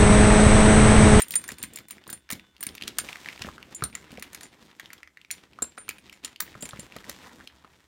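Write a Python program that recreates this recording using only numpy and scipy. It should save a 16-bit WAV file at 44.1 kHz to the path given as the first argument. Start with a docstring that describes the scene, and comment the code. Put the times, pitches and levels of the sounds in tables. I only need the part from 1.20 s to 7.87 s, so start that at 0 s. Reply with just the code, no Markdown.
"""Unclipping a handbag strap

A leather handbag is handled close to a phone in a small, shelf-lined room. Swivel clips and rings
strike each other, click and chime; a spring gate snaps shut. Stiff leather ticks as its folds slip,
hands and sleeves rub over it, and the hollow bag thumps softly over a faint hum and hiss."""
import sys
import numpy as np
from scipy import signal
from scipy.fft import rfft, irfft
from scipy.io import wavfile
from scipy.ndimage import uniform_filter1d

SR = 44100
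rng = np.random.default_rng(int(sys.argv[2]) if len(sys.argv) > 2 else 0)


def materialize(psi):
    """Save the field psi as 16-bit PCM at rate SR to the path in sys.argv[1].

    A 1-D psi becomes a single channel; in a 2-D psi each row is a channel.
    """
    bounded = np.clip(np.atleast_2d(psi).T, -1, 1)
    quanta = np.round(bounded * 32767).astype(np.int16)
    wavfile.write(sys.argv[1], SR, quanta)


N = 294147
TIME = np.arange(N) / SR
AGE = TIME[:SR // 4]  # seconds since a contact

# Metal contacts, plus a few crisp leather ticks struck the same way. Each row: start in seconds, clack in dB, #
# clack pitch in Hz, snap in dB, brightness in dB, favoured mode in Hz, low ring in dB, high ring in dB, # ring
# time scale in seconds.
CLINKS = [(0.0033, -28.5, 2200, -37, 1, 7370, -39, -44, 0.11),
          (0.0194, -35, 2410, -36, 3, 9000, -36.5, -21.5, 0.068),
          (0.1071, -38.5, 3310, -35, 4, 9000, -46, -41, 0.16),
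          (0.1196, -54, 2280, -44, -8, 9400, -45, -45, .12),
          (0.1388, -31, 2140, -45, 7, 9000, -57, -49, .13),
          (0.1554, -35.5, 1860, -31.5, -1, 9000, -29, -15.5, 0.093),
          (0.24, -41, 1890, -46.5, -2, 9000, -59, -47, 0.11),
          (0.2788, -48, 1680, -44, 1, 7630, -37, -44, 0.049),
          (0.289, -32.5, 1800, -43, -4, 9260, -48, -51, 0.19),
          (0.3177, -39.5, 2800, -44.5, -2, 9100, -54, -49, 0.049),
          (0.3838, -47.5, 2180, -51, 1, 9000, -55, -48.5, 0.16),
          (0.4281, -45, 2770, -35, 4, 7560, -33, -39, 0.048),
          (0.437, -35, 2080, -43, 2, 9150, -46, -39, .086),
          (0.559, -49, 2840, -42, 2, 7470, -36.5, -41, 0.046),
          (0.5724, -41, 2140, -51, -2, 6960, -52, -59, 0.11),
          (0.5865, -41.5, 2140, -50, 4, 9010, -59, -57, .09),
          (0.708, -42, 2180, -41, 3.5, 9000, -47, -39.5, 0.085),
          (0.9007, -49, 1760, -39.5, 4, 9020, -45, -39, 0.068),
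          (0.928, -42.5, 1680, -40.5, -1, 9290, -42, -33.5, 0.083),
          (1.103, -30.5, 1850, -39, 4, 9300, -56, -46, 0.083),
          (1.112, -43, 2040, -38, -1, 6920, -40, -41, 0.077),
          (1.1236, -36.5, 1980, -38, 0, 9000, -42, -47, .048),
          (1.1299, -44, 2210, -40.5, -5, 9100, -56, -52, .05),
          (1.407, -48, 2050, -47, 5, 9010, -49, -37.5, .069),
          (1.428, -36, 1690, -39, 2, 9000, -59, -28.5, 0.016),
          (1.435, -65, 2690, -36, 5.5, 9000, -62, -49, .09),
          (1.4667, -36.5, 2080, -41, 1, 9100, -40, -27, 0.033),
          (1.551, -42.5, 2440, -47.5, 0, 9200, -60, -62, .12),
          (1.6777, -28.5, 3370, -47, -7, 6960, -59, -56, .04),
          (1.785, -27, 2600, -31, -8.5, 9000, -33.5, -28.5, 0.1),
          (2.22, -30.5, 2560, -62, -7, 7160, -60, -62, .11),
          (2.5476, -65, 1880, -51, -5, 6910, -35.5, -41.5, 0.13),
          (2.6377, -34.5, 1300, -33.5, -5, 9010, -44, -26.5, 0.084),
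          (2.7521, -35, 2030, -53, 4, 7160, -26, -36, 0.019),
          (2.9173, -46.5, 2920, -60, -2, 9200, -64, -66, .04),
          (2.996, -50, 2200, -55, -6, 9400, -60, -58, .05),
          (3.0244, -35.5, 2080, -43, -1, 9420, -47, -47, 0.062),
          (3.1311, -45, 1790, -56, -9, 7580, -57, -51, 0.044),
          (3.147, -41, 2200, -49.5, -12, 9310, -64, -44, .044),
          (3.2089, -44, 1790, -62, -16, 9440, -68, -57, 0.24),
          (3.2319, -45.5, 2160, -55, -10, 9000, -47.5, -49, 0.12),
          (3.597, -36.5, 1840, -52, -4, 9300, -63, -63, 0.051),
          (3.7314, -42.5, 2080, -47.5, 0.5, 9410, -58, -68, 0.13),
          (4.1114, -41, 2290, -36, -7, 7080, -35, -37, 0.098),
          (4.4218, -35.5, 1170, -40, -7, 7633, -19.5, -30.5, 0.073),
          (4.5807, -42.5, 2120, -67, 0, 9110, -57, -43, 0.22),
          (4.6903, -28.5, 2520, -37.5, 2, 6990, -29.5, -33, 0.022),
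          (4.783, -48, 2450, -67, -5, 9440, -73, -60, 0.071),
          (4.9267, -44, 2360, -77, 6, 7730, -64, -67, 0.18),
          (5.047, -32.5, 3200, -48, -4, 9120, -34, -35.5, 0.061),
          (5.2039, -30.5, 1700, -27.5, 1, 9400, -42.5, -50, 0.16),
          (5.408, -59, 3000, -61, 0, 7450, -45, -53, 0.14),
          (5.424, -39.5, 3130, -43.5, -4.5, 7570, -35, -39.5, 0.12),
          (5.4548, -40, 2450, -51, -2, 6950, -36, -41, 0.043),
          (5.49, -43, 1680, -53, -8, 7500, -46, -50, 0.11),
          (5.595, -44.5, 2100, -54, -6, 7670, -40, -42.5, 0.086),
          (5.7642, -40.5, 1120, -63.5, -19, 7700, -55, -68, .05),
          (5.8954, -38.5, 1860, -41.5, -8, 7460, -50, -58, 0.14)]
# Hands and sleeves on leather. Each row: start in seconds, length in seconds, body in dB, rub in dB.
STROKES = [(0, .34, -55, -58.5), (0.383, 0.24, -56.5, -60), (0.711, .06, -57, -60),
           (0.858, .07, -53, -58.5), (1.1, .05, -51, -57.5), (1.391, 0.17, -55.5, -60),
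           (1.594, .23, -51.5, -55.5), (1.837, .12, -57, -48), (1.964, .3, -57.5, -52),
           (2.28, .4, -55.5, -58.5), (2.719, .18, -57, -57.5), (2.898, .1, -54, -56),
           (3.039, .22, -56, -56), (3.311, .16, -59.5, -59), (3.478, .34, -65.5, -62),
           (4.113, .08, -61, -58.5), (4.224, .5, -63, -64.5), (4.709, 0.28, -62, -61),
           (5.025, 0.055, -55, -52.5), (5.21, .2, -55.5, -56.5), (5.419, .38, -56.5, -55),
           (5.832, .24, -55.5, -52.5), (6.093, .17, -57.5, -58), (6.271, .39, -72, -65)]
# Spectra of a crisp contact edge and of treble hiss. Each row: frequency in Hz, density in dB.
EDGE_SPECTRUM = [(2500, 5.5), (4300, 10), (6500, -2.5), (9000, -10.5), (11000, -3.5), (15000, -15),
                 (17000, -38)]
HISS_SPECTRUM = [(3500, -20), (5200, -2.5), (7500, -0.5), (9200, -3.5), (10800, -7.5), (15000, -7),
                 (17000, -20.5)]


def undb(db):
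    """Decibels to gain."""
    return 10 ** (np.asarray(db) / 20)


def unit(x):
    """Scale to rms 1."""
    return x / np.sqrt(np.mean(x ** 2))


def with_energy(x, span_s=0.005):
    """Scale to the energy of rms 1 held for span_s."""
    return x * np.sqrt(span_s * SR / np.sum(x ** 2))


def add(out, start_s, x):
    """Mix x into out."""
    i = max(int(start_s * SR), 0)
    out[i:i + len(x)] += x[:max(N - i, 0)]


def fade(t60_s):
    """Exponential decay after a contact."""
    return np.exp(-np.log(1000) * AGE / t60_s)


def wander(rate_hz):
    """Smooth random drift, rms 1."""
    hold = int(SR / rate_hz)
    steps = np.repeat(rng.standard_normal(N // hold + 1), hold)
    return unit(uniform_filter1d(steps, hold)[:N])


def hump(hz, near_db, far_db):
    """Broad resonance: near_db half an octave off centre, far_db an octave off."""
    return list(zip(hz * 2 ** np.linspace(-1, 1, 5), (far_db, near_db, 0, near_db, far_db)))


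def response(spectrum, size=2048):
    """Minimum-phase response through (Hz, dB) points, falling 10 dB per octave beyond them."""
    hz, db = np.transpose(spectrum)
    octave, marks = np.log2(np.fft.rfftfreq(size, 1 / SR) + 1), np.log2(hz)
    beyond = np.abs(octave - np.clip(octave, marks[0], marks[-1]))
    gain = undb(np.interp(octave, marks, db) - 10 * beyond)
    cepstrum = irfft(np.log(gain))
    cepstrum[1:size // 2] *= 2
    cepstrum[size // 2 + 1:] = 0
    return np.exp(rfft(cepstrum))


def colour(x, spectrum):
    """Filter x by a spectrum."""
    return signal.oaconvolve(x, irfft(response(spectrum)))[:len(x)]


def burst(spectrum, t60_s, span_s=0.005, contact_s=0.00031, size=2048):
    """Decaying noise: the crowd of short-lived modes that one contact sets off."""
    envelope = (1 - np.exp(-AGE[:size] / contact_s)) * fade(t60_s)[:size]
    crack = irfft(rfft(rng.standard_normal(size) * envelope) * response(spectrum, size))
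    return np.pad(with_energy(crack, span_s), (0, len(AGE) - size))


def hum(hz=71, level_db=-76, waver_db=5):
    """A faint low hum wavers in level and pitch."""
    rms = undb(level_db - waver_db * wander(24))
    return np.sqrt(2) * rms * np.sin(2 * np.pi * hz * TIME + wander(25))


def air(level_db=-79.5):
    """Steady hiss of room and microphone."""
    return undb(level_db) * unit(colour(rng.standard_normal(N), HISS_SPECTRUM))


def stroke_levels_db(attack_s=0.011, release_s=0.044, rest_body_db=-68, rest_rub_db=-68.5):
    """Body and rub levels: each stroke swells, holds and dies away over the resting level."""
    body_power, rub_power = undb(rest_body_db) ** 2, undb(rest_rub_db) ** 2
    for start_s, length_s, body_db, rub_db in STROKES:
        attack = np.clip((TIME - start_s) / attack_s, 0, 1)
        release = np.exp(-np.clip((TIME - start_s - length_s) / release_s, 0, 20))
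        body_power += (undb(body_db) * attack * release) ** 2
        rub_power += (undb(rub_db) * attack * release) ** 2
    return 10 * np.log10(body_power), 10 * np.log10(rub_power)


def rubbing(busy_slips_per_s=1000, busy_db=-54, spread_db=4.5, slip_share=0.53, swell_db=2):
    """Friction: tiny uneven slips, denser in hard strokes, over a smoother brushing of cloth."""
    # Low and mid friction spectra. Each row: frequency in Hz, density in dB.
    body_spectrum = [(25, -21), (60, -1), (110, -2.5), (200, 1.5), (330, 0), (550, -10.5), (800, -11),
                     (1500, -55)]
    rub_spectrum = [(400, -5.5), (750, -0.5), (1300, -1.5), (2200, -1.5), (3200, -4), (4500, -9.5),
                    (7000, -19)]
    body_db, rub_db = stroke_levels_db()
    hiss_db = rub_db - 10.5 + 0.33 * (rub_db - busy_db)  # harder is brighter
    sizes = undb(spread_db * np.minimum(rng.exponential(size=N), 4))
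    slipping = rng.random(N) < busy_slips_per_s / SR * undb((rub_db - busy_db) / 2)
    slips = unit(slipping * sizes * rng.choice([-1, 1], N))
    friction = slip_share * slips + (1 - slip_share) * rng.standard_normal(N)
    folds = np.zeros(N)  # folds under the hand change, so each band swells by itself
    for k, hz in enumerate(np.geomspace(700, 5000, 4)):
        band = colour(friction, hump(hz, near_db=-2.5, far_db=-20.5))
        folds += (-1) ** k * band * undb(swell_db * wander(22))
    pressure_db = 1.7 * wander(35)
    layers = ((friction, body_spectrum, body_db), (folds, rub_spectrum, rub_db),
              (friction, HISS_SPECTRUM, hiss_db))
    return sum(unit(colour(x, spectrum)) * undb(db + pressure_db + 1.6 * wander(60))
               for x, spectrum, db in layers)


def chime(modes, favoured_hz, ring_s, reach_hz=65, others_db=-17, detune_hz=12, choke=0.19, linger=1.7):
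    """The contact point favours some modes; they ring until the parts settle and choke them."""
    hz, db = np.transpose(modes)
    size, detune = rng.standard_normal((len(hz), 2)).T
    favour = np.exp(-((hz - favoured_hz) / reach_hz) ** 2)
    gain = undb(db) * (favour + undb(others_db + 2 * size))
    phase = 2 * np.pi * (np.outer(hz + detune_hz * detune, AGE) + rng.random((len(hz), 1)))
    envelope = 0.62 * np.exp(-(AGE / (choke * ring_s)) ** 2) + 0.3 * fade(linger * ring_s)
    return np.sqrt(2 / np.sum(gain ** 2)) * (gain @ np.sin(phase)) * envelope


def clink(clack_db, clack_hz, snap_db, bright_db, favoured_hz, low_db, high_db, ring_s):
    # Snap spectra, low to high. Each row: frequency in Hz, density in dB.
    click_spectrum = [(2800, -23.5), (4000, 0), (5200, -3), (6600, 1.5), (8000, -8.5), (10000, -3.5)]
    tick_spectrum = [(6500, -21.5), (8500, 1.5), (9700, 2), (10500, -13.5), (11700, 1), (13500, -11.5),
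                     (14800, -6.5)]
    sizzle_spectrum = [(12800, -30), (14200, -6.5), (14800, 0), (15400, -13.5), (15900, -3.5),
                       (17000, -19.5)]
    # Clip and ring modes. Each row: frequency in Hz, level in dB.
    low_modes = [(7010, -1), (7105, -0.5), (7560, 0.5), (7620, -9)]
    high_modes = [(9004, -0.73), (9157, -1.1), (9260, -1), (9425, -0.48)]
    crack = undb(clack_db) * burst(hump(clack_hz, near_db=-10, far_db=-11.5), t60_s=0.019)
    crack += undb(snap_db - bright_db) * burst(click_spectrum, t60_s=0.014)
    crack += undb(snap_db + 2) * burst(tick_spectrum, t60_s=0.012)
    crack += undb(snap_db + bright_db - 1.5) * burst(sizzle_spectrum, t60_s=0.016)
    ring = undb(low_db) * chime(low_modes, favoured_hz, ring_s, detune_hz=35.35, linger=0.73)
    ring += undb(high_db) * chime(high_modes, favoured_hz, ring_s)
    return crack + ring


def clips():
    """Clips and rings strike each other as they are flicked, opened and unhooked; a few crisp leather ticks
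    sound the same way."""
    out = np.zeros(N)
    for start_s, *contact in CLINKS:
        add(out, start_s, clink(*contact))
    return out


def strap_loop(t60_s=2.5, drive_db=3, held_s=1.4):
    """The strap's big loop stores energy from each clink and sings until the hand takes the bag."""
    # Loop modes. Each row: frequency in Hz, level in dB.
    loop_modes = [(1497, -42), (2960, -43), (3515, -37)]
    kicks = np.zeros(N)
    for start_s, clack_db, *_ in CLINKS:
        add(kicks, start_s, undb([clack_db + drive_db]) ** 2)
    retained = np.exp(-2 * np.log(1000) / (t60_s * SR))
    energy = signal.lfilter([1], [1, -retained], kicks)
    ring = sum(undb(db) * np.sin(2 * np.pi * hz * TIME) for hz, db in loop_modes)
    hanging_free = np.clip((held_s - TIME) * 10, 0, 1)
    return np.sqrt(energy) * ring * hanging_free


def chatter(relative_db=-16, spread_s=0.0099, late_s=0.008, count=4):
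    """Parts graze as they close and rebound: faint ticks scattered round every clink."""
    out = np.zeros(N)
    scatter = rng.standard_normal((len(CLINKS), count, 3))
    for (start_s, clack_db, clack_hz, snap_db, *_), grazes in zip(CLINKS, scatter):
        for when, size, pitch in grazes:
            spectrum = hump(clack_hz * 2 ** (pitch / 2), near_db=-4, far_db=-9)
            graze = undb(clack_db) * burst(spectrum, t60_s=0.008)
            graze += undb(snap_db) * burst(EDGE_SPECTRUM, t60_s=0.006)
            add(out, start_s + late_s + spread_s * when, undb(relative_db + 2 * size) * graze)
    return out


def swing_grazes(dangles_until_s=1.0, swing_gap_s=0.07, lead_s=0.024, relative_db=-11):
    """The dangling clip brushes its ring just before the first strike of a swing."""
    out, previous_s = np.zeros(N), 0
    for start_s, *contact in CLINKS:
        if start_s < dangles_until_s and start_s - previous_s > swing_gap_s:
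            add(out, start_s - lead_s, undb(relative_db) * clink(*contact))
        previous_s = start_s
    return out


def small_creaks(over_rub_db=5.5, scatter_db=3, typical_hz=2320, scatter_octaves=0.28, count=40):
    """Folds give way at random within strokes, louder under a harder rub; returns creak rows."""
    start_s, length_s, _, rub_db = np.transpose(STROKES)
    ends_s = np.cumsum(length_s)  # strokes laid end to end
    moment_s = (np.arange(count) + rng.random(count)) / count * ends_s[-1]
    stroke = np.searchsorted(ends_s, moment_s)
    size, pitch = rng.standard_normal((count, 2)).T
    onset_s = start_s[stroke] + ends_s[stroke] - moment_s
    level_db = rub_db[stroke] + over_rub_db + scatter_db * size
    return list(zip(onset_s, level_db, typical_hz * 2 ** (scatter_octaves * pitch)))


def leather(decay_per_cycle=1.45, crumple_db=-9, edge_db_per_octave=15):
    """A fold slips: a rounded pop of a few cycles, a little crumple and a crisp edge."""
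    # Louder creaks and finger taps. Each row: start in seconds, level in dB, pitch in Hz.
    creaks = [(0.3047, -40.5, 2300), (0.7818, -50, 2050), (0.8388, -53, 2880), (0.868, -47.5, 1040),
              (0.8923, -41.5, 1580), (1.1957, -45, 2470), (1.3658, -52.5, 3020), (1.4894, -39.5, 3220),
              (1.58, -39.5, 2630), (1.6116, -41, 2700), (1.6228, -32.5, 2770), (1.6361, -39, 3240),
              (1.7888, -32, 1480), (1.888, -36.5, 2310), (1.9288, -37, 2650), (1.9571, -37.5, 1980),
              (2.0594, -34.5, 1990), (2.0867, -33, 2260), (2.1283, -42.5, 2550), (2.2463, -40.5, 1710),
              (2.2867, -36.5, 1110), (2.3805, -42, 1440), (2.4278, -43, 2700), (2.6226, -26.5, 1320),
              (2.974, -43, 2250), (3.6579, -46.5, 3100), (3.7035, -44, 1990), (3.831, -41, 2020),
              (3.8746, -46.5, 1980), (3.972, -44, 2000), (4.0144, -53, 2820), (4.0478, -49.5, 2330),
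              (4.1057, -34.5, 2300), (4.3876, -38.5, 1220), (4.4222, -38.5, 950), (4.5772, -37.5, 1340),
              (4.8963, -44.5, 2660), (5.1605, -44.5, 3000), (5.2785, -49.5, 1920), (5.3518, -43, 1270),
              (5.5324, -39, 1250), (5.7221, -44.5, 2330), (6.274, -40, 3080), (6.446, -46, 1206)]
    out = np.zeros(N)
    for start_s, db, hz in list(creaks) + small_creaks():
        cycles = hz * AGE
        pop = with_energy(np.sin(2 * np.pi * cycles) * cycles ** 2 * np.exp(-decay_per_cycle * cycles))
        crumple = undb(crumple_db) * burst(hump(hz, near_db=3, far_db=-4), t60_s=0.015)
        edge_db = -14.5 + edge_db_per_octave * np.log2(hz / 1830)  # tighter folds: higher, crisper
        edge = undb(edge_db) * burst(EDGE_SPECTRUM, t60_s=0.01)
        add(out, start_s, undb(db) * (pop + crumple + edge))
    return out


def bag_thumps(decay_per_cycle=2.35, span_s=0.025):
    """The hollow body booms, pitched by where it is hit, and its stiff base knocks."""
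    # Bumps of the body. Each row: start in seconds, boom in dB, boom pitch in Hz, knock in dB.
    bumps = [(0.321, -50.5, 249, -68), (0.437, -48.5, 220, -76), (0.928, -56, 179, -55.5),
             (1.128, -43, 198, -53), (1.468, -49.5, 235, -65.5), (1.837, -53, 240, -48.5),
             (2.208, -48.5, 105, -52.5), (2.247, -45.5, 208, -50), (2.276, -54, 91, -46.5),
             (2.623, -36.5, 140, -40), (2.927, -48, 222, -54), (2.98, -56, 200, -45.5),
             (4.421, -48, 275, -40), (4.579, -74, 283, -52), (4.69, -64, 275, -50.5),
             (5.353, -53, 120, -56), (5.428, -47.5, 250, -48.5), (5.534, -48, 128, -52),
             (5.59, -47, 175, -51.5), (5.762, -51, 222, -45.5), (5.892, -52.5, 194, -50),
             (6.446, -64.5, 200, -63.5)]
    # Body and base spectra. Each row: frequency in Hz, density in dB.
    boom_spectrum = [(30, -19), (65, 6.5), (130, -5.5), (240, 2), (340, -9), (600, -39.5)]
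    knock_spectrum = [(170, -8.5), (340, -1.5), (550, -0.5), (850, -12.5), (1500, -24.5)]
    out = np.zeros(N)
    for start_s, boom_db, hz, knock_db in bumps:
        cycles = hz * AGE
        swing = np.sin(2 * np.pi * cycles) * cycles * np.exp(-decay_per_cycle * cycles)
        rumble = burst(boom_spectrum, t60_s=0.27, span_s=span_s, size=8192)
        boom = 1.27 * with_energy(swing, span_s) + 0.71 * rumble
        knock = burst(knock_spectrum, t60_s=0.025, span_s=span_s, size=4096)
        add(out, start_s, undb(boom_db) * boom + undb(knock_db) * knock)
    return out


def gate_spring(start_s=5.2038, level_db=-28):
    """The gate's small spring sizzles on after the snap."""
    # Spring spectrum. Each row: frequency in Hz, density in dB.
    spring_spectrum = [(12500, -40), (14700, -16), (15300, -1), (15700, -4), (16500, -19.5)]
    out = np.zeros(N)
    add(out, start_s, undb(level_db) * burst(spring_spectrum, t60_s=0.11, size=8192))
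    return out


def room(x, near_t60_s=0.095, tail_t60_s=0.2, wet_db=-13):
    """Quick reflections from bag and table, then the room's short tail."""
    # Reflection spectrum. Each row: frequency in Hz, gain in dB.
    wall_spectrum = [(100, -5.5), (2000, 1), (6000, -2), (9000, -8), (12000, -1.5), (16000, -8)]
    near = rng.standard_normal(len(AGE)) * fade(near_t60_s) * (AGE > 0.0015)
    tail = rng.standard_normal(len(AGE)) * fade(tail_t60_s) * (AGE > 0.006)
    reflections = undb(wet_db) * (with_energy(near, 1 / SR) + with_energy(tail, 1 / SR))
    return x + signal.fftconvolve(x, colour(reflections, wall_spectrum))[:N]


def scene():
    """Contacts in the room, plus the singing loop, rubbing, hum and hiss; mono."""
    metal = clips() + chatter() + swing_grazes() + gate_spring()
    contacts = room(metal + leather() + bag_thumps())
    return (contacts + strap_loop() + rubbing() + hum() + air())[None]


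def record(dry, cutoff_hz=15900):
    """The phone cuts the very top."""
    return signal.sosfilt(signal.ellip(8, 0.2, 70, cutoff_hz, fs=SR, output="sos"), dry)


dry = scene()
out = record(dry)
materialize(out)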